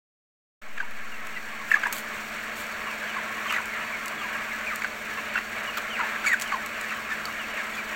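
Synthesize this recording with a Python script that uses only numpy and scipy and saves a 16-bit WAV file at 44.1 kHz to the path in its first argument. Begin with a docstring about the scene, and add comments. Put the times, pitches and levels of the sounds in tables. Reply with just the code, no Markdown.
"""Inside a crowded broiler shed, microphone down among the birds. After a moment of silence it comes on
with a slow thump and fades up on humming fans, rustling feathers and a distant flock merging into a wash.
Close by, claws tick on the slatted floor and birds cluck and peep, the membranes of the syrinx whistling
when clear and rasping when pressed. From three seconds in, some whistles slide down and break into hoarse
yelps. Just after six seconds one bird gives a throbbing squawk; a second later a beak strikes something."""
import sys
import numpy as np
from scipy import signal
from scipy.fft import rfft, irfft, next_fast_len
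from scipy.io import wavfile

SR = 44100
rng = np.random.default_rng(int(sys.argv[2]) if len(sys.argv) > 2 else 0)


def put_to_file(sound):
    """Save the sound as 16-bit audio at rate SR, in the file named by the first command-line argument."""
    columns = np.atleast_2d(sound).T  # one column per channel
    safe = np.clip(columns, -1, 1)
    whole_steps = np.round(safe * 32767)
    wavfile.write(sys.argv[1], SR, whole_steps.astype(np.int16))


N = 350595
T = np.arange(N) / SR

# Fan hum in the background. Each row: pitch in Hz, level in dB.
FAN_TONES = [(163, -66.5), (213.8, -51.5), (230.4, -54), (297, -62.5), (427, -60), (461, -62), (592, -59),
             (708, -60.5)]
# One fan motor's whine: centre in Hz, width in Hz, level in dB.
MOTOR_WHINE = (4450, 130, -62)
# Air moved by the fans. Each row: frequency in Hz, gain in dB.
DRAUGHT_SPECTRUM = [(20, 1.5), (45, 0.5), (90, -2), (140, -4), (260, -0.5), (370, 0), (520, -7.5),
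                    (640, -1.5), (780, -5), (1500, -35.5)]
# Fine hiss from all over the shed. Each row: frequency in Hz, gain in dB.
HISS_SPECTRUM = [(2060, -60), (3500, -2.5), (4070, -2), (4420, -1.5), (4770, -9), (5080, -7), (5580, -1.5),
                 (6410, -4.5), (7090, -2.5), (8250, -5), (9300, -13), (10400, -16), (15100, -7),
                 (15800, -7)]
# Colour of the short bursts of hiss. Each row: frequency in Hz, gain in dB.
BURST_SPECTRUM = [(1000, -30), (3000, 11), (4500, 1.5), (5400, -7), (7200, 1.5), (10000, -9), (12500, -5),
                  (15000, -2)]
# Short bursts of hiss: feather brushes, a high beak hiss, the squawk's bright rasp.
# Each row: middle and half length in seconds, gain in dB, centre and width in Hz.
HISS_BURSTS = [(1.719, .035, -38, 11000, 10000), (1.972, 0.037, -32, 11000, 12000),
               (2.6, 0.042, -39, 10000, 12000), (3.53, 0.049, -43, 8000, 12000),
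               (5.779, 0.0085, -32, 5500, 5000), (5.777, .009, -26, 14700, 1400),
               (6.274, 0.025, -30, 7400, 4000), (7.77, 0.045, -46, 7000, 9000)]
# The farthest birds, merged. Each row: frequency in Hz, gain in dB.
WASH_SPECTRUM = [(290, -29.5), (500, -8), (541, -13), (605, -2.5), (793, -10.5), (1120, -4), (1400, -3),
                 (1660, -0.5), (1860, -4.5), (2230, -1.5), (3270, -14.5), (4000, -21), (5200, -50),
                 (8800, -120)]
# The flock's rise and fall. Each row: time in seconds, relative level in dB.
FLOCK_BUSTLE = [(2.0, -34), (2.8, -34.5), (3.57, -32.5), (4.02, -34), (4.9, -33.5), (5.2, -32), (5.46, -34),
                (6.14, -32.5), (6.7, -34), (7.9, -33.5)]
# Claws near the microphone. Each row: start in seconds, relative level in dB, contact sharpness in Hz.
CLAW_TICKS = [(.909, -40, 14000), (1.27, -36, 12000), (1.871, -36, 9000), (1.926, -25, 18000),
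              (3.524, -31, 11000), (3.657, -34, 8000), (4.058, -32, 9000), (4.081, -30, 9000),
              (4.759, -31, 13000), (6.332, -35, 14000), (6.398, -29, 9000), (6.413, -29, 10000),
              (6.42, -24, 6460), (6.476, -34, 7000), (6.661, -33, 10100), (6.812, -31, 8000),
              (7.255, -32, 9000)]
# Ring of the floor slats. Each row: frequency in Hz, width in Hz, gain in dB.
SLAT_MODES = [(2600, 760, 2), (4370, 1700, -8.5), (6600, 2000, -4), (7740, 1050, -1.5), (12400, 5000, -2),
              (14740, 970, -6)]
# A beak on something hard: start in seconds, ring in Hz, decay per second, level in dB.
BEAK_TAP = (7.2545, 4520, 650, -22)
# Colour of throat and beak. Each row: frequency in Hz, gain in dB.
THROAT_AND_BEAK = [(300, -23), (800, 0), (1600, -0.5), (2500, -2), (3400, -7.5), (4500, -6.5), (5400, -12),
                   (7000, -4), (10000, -19.5), (16000, -20)]
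# Added colour of a half-closed beak. Each row: frequency in Hz, gain in dB.
HALF_CLOSED_BEAK = [(200, -3), (1500, 0), (2600, -0.5), (3600, -2), (7000, -2.5), (11000, 0), (18000, 1)]
# Added colour of a wide-open beak. Each row: frequency in Hz, gain in dB.
OPEN_BEAK = [(200, 4), (2500, 0), (3050, -8), (3500, 5), (4100, -8), (4550, 4), (5500, -19), (6850, 8),
             (9000, 0), (18000, 0)]
# A peep's high overtone. Each row: start and length in seconds, first and last pitch in Hz, level in dB.
PEEP_OVERTONES = [(1.731, 0.031, 6360, 6400, -52), (1.775, 0.0399, 6200, 5490, -53)]
# Close peeps. Each row: start and length in seconds, pitch in Hz, voice level in dB, hoarseness 0-1.
NEAR_PEEPS = [(1.111, .045, 2930, -37, .12), (1.328, .055, 3000, -38, .28), (1.358, 0.028, 2100, -31, 0.13),
              (2.167, .07, 2900, -44, 0.34), (2.852, 0.108, 3050, -39, .2),
              (2.999, 0.072, 1900, -39.5, 0.05), (3.493, 0.019, 2856, -26.5, 0.48),
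              (3.919, 0.047, 2450, -35, 0), (4.06, 0.038, 1170, -44, .31), (4.195, .04, 1400, -38, .5),
              (4.22, 0.051, 2450, -39, 0.66), (4.319, .045, 3030, -42, 0), (4.385, 0.051, 2000, -39, .5),
              (4.515, 0.017, 2190, -33.5, .05), (5.168, 0.04, 2820, -37, 0),
              (5.172, 0.032, 1200, -36, 0.45), (5.169, 0.041, 1900, -36, .6),
              (5.361, 0.019, 2850, -30.5, 0.1), (5.671, 0.036, 3030, -32.5, .08),
              (5.674, 0.024, 1196, -37, .29), (5.72, .05, 2650, -39, .28), (6.93, .065, 3280, -44, .05),
              (6.923, 0.02, 2036, -33, 0.5), (7.10, 0.039, 1940, -30, 0.4), (7.253, 0.052, 1394, -38, 0.2),
              (7.385, 0.071, 3040, -37, 0.03), (7.735, 0.031, 3550, -38.5, 0.24),
              (7.751, 0.064, 2680, -37, 0.22)]
# Close yelps. Each row: start and length in seconds, top and low pitch in Hz,
# voice level of the whistle and of the low note in dB, hoarseness 0-1.
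NEAR_YELPS = [(3.078, 0.12, 3160, 1136, -35.5, -34, 0.5), (3.478, 0.14, 3200, 1131, -29, -35.5, 0.63),
              (4.175, .1, 3510, 1080, -38, -36, .3), (4.667, 0.072, 2530, 1367, -29.5, -28, 0.11),
              (5.898, .148, 3160, 1020, -31.5, -30, 0.3), (6.457, .098, 3116, 1182, -35.5, -25, 0.33),
              (6.895, 0.031, 2790, 1344, -32, -29.5, 0.33), (7.504, 0.11, 3060, 1900, -39.5, -31.5, 0.38)]
# Close clucks. Each row: start and length in seconds, mid pitch in Hz, voice level in dB, hoarseness 0-1.
NEAR_CLUCKS = [(0.777, 0.0082, 1805, -23, 0.56), (0.801, .011, 1546, -18, 0.16),
               (0.826, .0146, 946, -31, 0.25), (1.715, 0.0065, 1790, -10.5, 0.08),
               (1.738, 0.011, 1720, -12, 0.06), (1.753, 0.013, 2130, -27, 0.4),
               (1.76, .016, 1245, -25.5, 0.24), (1.81, 0.013, 1776, -32, 0.65),
               (1.833, .01, 1593, -20.5, 0.42), (1.854, 0.0084, 1686, -22.5, 0.1),
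               (1.86, .012, 948, -25.5, 0.4), (1.866, 0.0066, 1740, -27, 0.46),
               (3.456, 0.015, 1170, -29.5, .35), (3.504, 0.016, 1235, -30, 0.5),
               (3.525, 0.0071, 1200, -25.5, 0.3), (3.54, .012, 2000, -28, 0.33),
               (3.56, 0.019, 1886, -26, 0.4), (3.583, 0.007, 1424, -26, 0),
               (4.818, .012, 2156, -27.5, 0.67), (4.843, .013, 1483, -24.5, 0.56),
               (5.355, 0.0086, 1453, -20.5, 0.25), (5.377, .0045, 1740, -23, 0.37),
               (5.384, 0.0087, 1930, -26, 0.6), (5.768, .022, 1295, -28.5, 0.51),
               (6, 0.022, 1368, -25.5, 0.51), (6.151, 0.021, 1745, -33.5, .5), (6.24, .02, 1420, -27, .4),
               (6.555, 0.013, 960, -30.5, .65)]
# Course of the squawk. Each row: time in seconds, pitch before the droop in Hz, relative level in dB.
SQUAWK_COURSE = [(6.259, 2230, -22), (6.273, 2271, -21), (6.281, 2215, -27), (6.343, 1743, -22),
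                 (6.352, 1750, -34)]
# The microphone fading up. Each row: time in seconds, gain in dB.
MIC_FADE = [(.615, -11), (.8, -7.5), (1.2, -4.5), (1.7, -2.5), (2.1, 0)]
# Narrow resonances: the two lowest of the shed, the rest at the microphone. Each row: frequency in Hz, width in
# Hz, relative gain in dB.
NARROW_RINGS = [(1624, 22, -2), (1726, 30, -4), (1928, 35, -9), (2245, 45, -8), (4475, 90, -4), (6774, 60, -3),
                (7855, 45, -4), (12780, 60, -5), (14400, 90, -5)]


def undb(db):
    """Decibels to gain."""
    return 10 ** (np.asarray(db) / 20)


def unit(x):
    """Scale to rms 1."""
    return x / np.sqrt(np.mean(x ** 2) + 1e-18)


def curve(rows):
    """Join (seconds, value) rows by straight lines."""
    return np.interp(T, *np.transpose(rows))


def add(track, start, sound):
    """Mix a sound into a track at a time in seconds."""
    i = int(np.clip(start * SR, 0, N - 1))
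    track[i:i + len(sound)] += sound[:N - i]


def filtered(x, response):
    """Apply a response given as a function of frequency."""
    size = next_fast_len(len(x) + 4096)
    hz = np.arange(size // 2 + 1) * SR / size + 1
    return irfft(rfft(x, size) * response(hz), size)[:len(x)]


def colour(x, points):
    """Shape by (Hz, dB) points, falling away beyond both ends."""
    hz, db = np.transpose(points)
    skirts = lambda f: np.minimum(f / hz[0], 1) ** 2 * np.minimum(hz[-1] / f, 1) ** 4
    return filtered(x, lambda f: undb(np.interp(np.log(f), np.log(hz), db)) * skirts(f))


def noise(spectrum, samples=N):
    """Noise of rms 1, shaped by (Hz, dB) points."""
    return unit(colour(rng.standard_normal(samples), spectrum))


def resonate(x, modes):
    """Ring (Hz, width in Hz, dB) resonances."""
    return filtered(x, lambda f: sum(undb(db) / (1 + 1j * (f * f - hz * hz) / (f * width))
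                                     for hz, width, db in modes))


def wander(t, rate):
    """Random line with a new value 'rate' times a second, spread near 1."""
    return 1.2 * np.interp(t * rate % 1023, np.arange(1024), rng.standard_normal(1024))


def ramps(progress, attack, release):
    """Straight fades in and out, each a share of the length."""
    return np.clip(np.minimum(progress / attack, (1 - progress) / release), 0, 1)


def shed_echo(x, t60=0.29):
    """Diffuse echo off the roof and walls."""
    t = T[:SR]
    tail = rng.standard_normal(SR) * undb(-60 * t / t60) * np.clip(t / 0.0072, 0, 1)
    return signal.fftconvolve(x, tail / np.sqrt(np.sum(tail ** 2)))[:N]


def fans(draught_db=-50, drift=0.003975):
    """Fans at slightly different speeds beat against each other over their draught; one motor whines."""
    hum = np.zeros(N)
    for hz, db in FAN_TONES:
        peak = np.sqrt(2) * undb(db + 1.16 * wander(T, 5))
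        pitch = hz * (1 + drift * wander(T, 7))
        hum += peak * np.sin(2 * np.pi * np.cumsum(pitch) / SR)
    hz, width, db = MOTOR_WHINE
    whine = undb(db + wander(T, 7)) * unit(resonate(rng.standard_normal(N), [(hz, width, 0)]))
    return hum + whine + undb(draught_db) * noise(DRAUGHT_SPECTRUM)


def hisses(hiss_db=-48.5, grain_db=3, crackle_db=1.22):
    """Short grainy bursts from feathers, a beak and the squawk, over the shed's fine crackling hiss."""
    rough_noise = rng.standard_normal(N) * undb(grain_db * wander(T, 500))
    grains = unit(colour(rough_noise, BURST_SPECTRUM))
    out = noise(HISS_SPECTRUM) * undb(hiss_db + .5 * wander(T, 13) + crackle_db * wander(T, 140))
    for middle, half, db, hz, width in HISS_BURSTS:
        span = np.abs(T - middle) < 3 * half
        burst = np.exp(-((T[span] - middle) / half) ** 2) * grains[span]
        add(out, T[span][0], resonate(burst, [(hz, width, db)]))
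    return out


def syrinx(pitch, hoarse, jitter=0.15, overtone_db=-11, rolloff_db=-4.5, growl=1.34, rasp_db=-6):
    """A bird's voice: a pressed whistle gains overtones, then side tones and rasp as it turns hoarse."""
    t = np.arange(len(pitch)) / SR
    hz = pitch * (1 + jitter * hoarse ** 2 * wander(t, 900) + 0.011 * wander(t, 227))
    phase = 2 * np.pi * np.cumsum(hz) / SR
    overtones = sum(undb(overtone_db + rolloff_db * (k - 2)) * np.sin(k * phase) for k in range(2, 7))
    pressed = np.tanh(hoarse / 0.25)
    # a slower second vibration of the membranes chops the whistle and lets puffs of air through
    chop = np.sin(2 * np.pi * np.cumsum(480 * (1 + 0.303 * wander(t, 300.3))) / SR)
    air = noise([(1000, -2), (1700, 5), (2500, 4.5), (4000, -10.5), (7500, -11.5)], len(t))
    tone = np.sin(phase) + pressed * overtones + undb(rasp_db) * hoarse ** .5 * air
    shimmer = undb((1.25 + 2.6 * hoarse) * wander(t, 197))
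    return unit(tone * (1 + growl * hoarse * chop) * shimmer)


def note(length, start_hz, end_hz, hoarse):
    """One gliding tone with soft edges."""
    progress = np.linspace(0, 1, max(int(length * SR), 64))
    envelope = np.sin(ramps(progress, attack=0.18, release=0.2) * np.pi / 2) ** 2
    return unit(syrinx(start_hz * (end_hz / start_hz) ** progress, hoarse) * envelope)


def far_birds(count=280, scatter_db=4):
    """Birds all over the shed: each gives a falling peep, then a lower hoarse cluck."""
    out = np.zeros(N)
    for when, height, duration, distance in rng.random((count, 4)):
        start, length, hz = when * T[-1], .03 + .07 * duration, 2000 + 1200 * height
        gain = undb(-scatter_db * np.log(distance * 0.45 + 0.14))
        add(out, start, 0.57 * gain * note(length, hz, hz * .74, hoarse=0.082))
        add(out, start + length, gain * note(length * .5, hz * .68, hz * .45, hoarse=0.38))
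    return unit(colour(out, THROAT_AND_BEAK))


def flock(wash_db=-2, calls_db=-5, direct=0.8, trim_db=-0.62):
    """Distant calls in the shed's echo, and the wash that the farthest ones merge into."""
    birds = far_birds()
    wash = noise(WASH_SPECTRUM) * undb(wander(T, 14))
    calls = unit(direct * birds + shed_echo(birds))
    return unit(undb(wash_db) * wash + undb(calls_db) * calls) * undb(curve(FLOCK_BUSTLE) + trim_db)


def claws(count=150, faint_db=-43, spread_db=9, faint_hz=9000, gain_db=8):
    """Claws strike the slats: louder ticks ring longer; each listed tick has its own brightness."""
    out, t = np.zeros(N), T[:SR // 10]
    faint = [(when * T[-1], faint_db - spread_db * weak, faint_hz) for when, weak in rng.random((count, 2))]
    for start, db, sharp_hz in CLAW_TICKS + faint:
        t60 = max(.017 * 2 ** ((db + 29.5) / 4.5), 0.016)  # ring time doubles with every 4.5 dB
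        scratch = rng.standard_normal(len(t)) * undb(-60 * t / t60)
        tick = filtered(scratch, lambda f: 1 / (1 + 1.4j * f / sharp_hz - (f / sharp_hz) ** 2))
        add(out, start, undb(db + gain_db) * tick)
    return resonate(out, SLAT_MODES)


def peck():
    """A beak taps something hard, which rings briefly."""
    start, hz, decay, db = BEAK_TAP
    age = np.maximum(T - start, 0)
    return undb(db) * np.sin(2 * np.pi * hz * age) * np.exp(-np.minimum(age * decay, 40))


def peep_overtones():
    """Faint high overtone of a peep, near 6 kHz."""
    out = np.zeros(N)
    for start, length, start_hz, end_hz, db in PEEP_OVERTONES:
        add(out, start, undb(db) * note(length, start_hz, end_hz, hoarse=0))
    return out


def sagged(hz, seconds, octaves_per_s=3.8, reference_hz=2996):
    """Pitch a whistle has sunk to: at the given rate from the reference pitch, faster from lower ones."""
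    return hz * 2 ** (-octaves_per_s * reference_hz / hz * seconds)


def peeps(scoop=.08, scoop_s=0.00486):
    """Lone whistles close by: each scoops up towards its pitch, then sags."""
    out = np.zeros(N)
    for start, length, hz, db, hoarse in NEAR_PEEPS:
        t = T[:int(length * SR)]
        pitch = sagged(hz, t) * (1 - scoop * np.exp(-t / scoop_s))
        add(out, start, undb(db) * unit(syrinx(pitch, hoarse) * signal.windows.tukey(len(t), .4)))
    return out


def yelps(whistle_end=.36, slide_end=.61, break_end=.68):
    """A whistle sags, slides down ever hoarser and breaks onto a low note."""
    out = np.zeros(N)
    stages = [0, whistle_end, slide_end, break_end, 1]  # shares of the length
    for start, length, top_hz, low_hz, whistle_db, low_db, hoarse in NEAR_YELPS:
        progress = np.linspace(0, 1, int(length * SR))
        sagged_hz = sagged(top_hz, whistle_end * length)
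        pitch = np.interp(progress, stages, [top_hz, sagged_hz, 1.45 * low_hz, low_hz, .85 * low_hz])
        db = np.interp(progress, stages, [whistle_db, whistle_db, whistle_db - 1.5, low_db, low_db])
        rough = hoarse * np.interp(progress, stages, [.41, .5, 1, 1, 1])
        add(out, start, undb(db) * ramps(progress, attack=0.041, release=0.06) * syrinx(pitch, rough))
    return out


def clucks(lead_s=.009, lead_db=-29.5, tail_db=-31):
    """Through a half-closed beak, a faint whistle snaps down into a short loud note and ends in a rasp."""
    out = np.zeros(N)
    for start, length, hz, db, hoarse in NEAR_CLUCKS:
        effort_db = 0.89 * (db + 16)  # lead and tail grow with the cluck
        glide = 1 + 0.285 * hoarse  # hoarser clucks fall further
        lead = note(lead_s, 1.62 * hz, 1.42 * hz, hoarse=0.2)
        body = note(length, hz * glide, hz / glide, hoarse)
        tail = note(1.39 * length, 1.28 * hz, hz, hoarse=0.664)
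        add(out, start - lead_s, undb(lead_db + effort_db) * lead)
        add(out, start, undb(db) * body)
        add(out, start + length, undb(tail_db + effort_db) * tail)
    return colour(out, HALF_CLOSED_BEAK)


def squawk(throb_from_hz=23.6, throb_to_hz=109, throb_depth=0.36, gain_db=1.5):
    """A bird protests, beak wide: a falling cry that starts rough, clears, throbs faster and droops."""
    out = np.zeros(N)
    times, hz, db = np.transpose(SQUAWK_COURSE)
    t = T[(T >= times[0]) & (T <= times[-1])]
    progress = np.linspace(0, 1, len(t))
    throb_hz = throb_from_hz * (throb_to_hz / throb_from_hz) ** progress
    throb = 1 - throb_depth * np.cos(2 * np.pi * np.cumsum(throb_hz) / SR)
    droop = np.interp(progress, [.82, 1], [1, 0.8])
    hoarse = np.interp(progress, [0, 1], [.36, .14])
    voice = syrinx(np.interp(t, times, hz) * droop, hoarse, jitter=.2, overtone_db=-13)
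    swell = undb(np.interp(t, times, db) + gain_db) * signal.windows.tukey(len(t), .06)
    add(out, times[0], swell * throb * voice)
    return colour(out, OPEN_BEAK)


def near_birds():
    """The birds right at the microphone: calls coloured by throat and beak, and faint high overtones."""
    return peep_overtones() + colour(peeps() + yelps() + clucks() + squawk(), THROAT_AND_BEAK)


def scene(early_db=-13, echo_db=-19):
    """Close sounds with quick reflections and the shed's echo, over the flock, hisses and fans."""
    near = near_birds() + claws() + peck()
    echoes = undb(early_db) * shed_echo(near, t60=0.19) + undb(echo_db) * shed_echo(near)
    return (near + echoes + flock() + hisses() + fans())[None]


def record(dry, on_s=.615, rise_s=.16, settle_s=0.44, ring_db=-1, top_hz=15900):
    """The microphone comes on, its offset swings and settles; it fades up, shed and microphone ring a little,
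    the top is cut."""
    age = np.maximum(T - on_s, 0)
    thump = -0.082 * (1 - np.exp(-age / rise_s)) * np.exp(-age / settle_s)
    gain = undb(curve(MIC_FADE)) * np.clip(age / 0.0055, 0, 1)
    ringing = undb(ring_db) * resonate(dry[0], NARROW_RINGS)
    lowpass = signal.ellip(10, .2, 80, top_hz, fs=SR, output="sos")
    return signal.sosfilt(lowpass, (dry + ringing) * gain + thump)


dry = scene()
out = record(dry)
put_to_file(out)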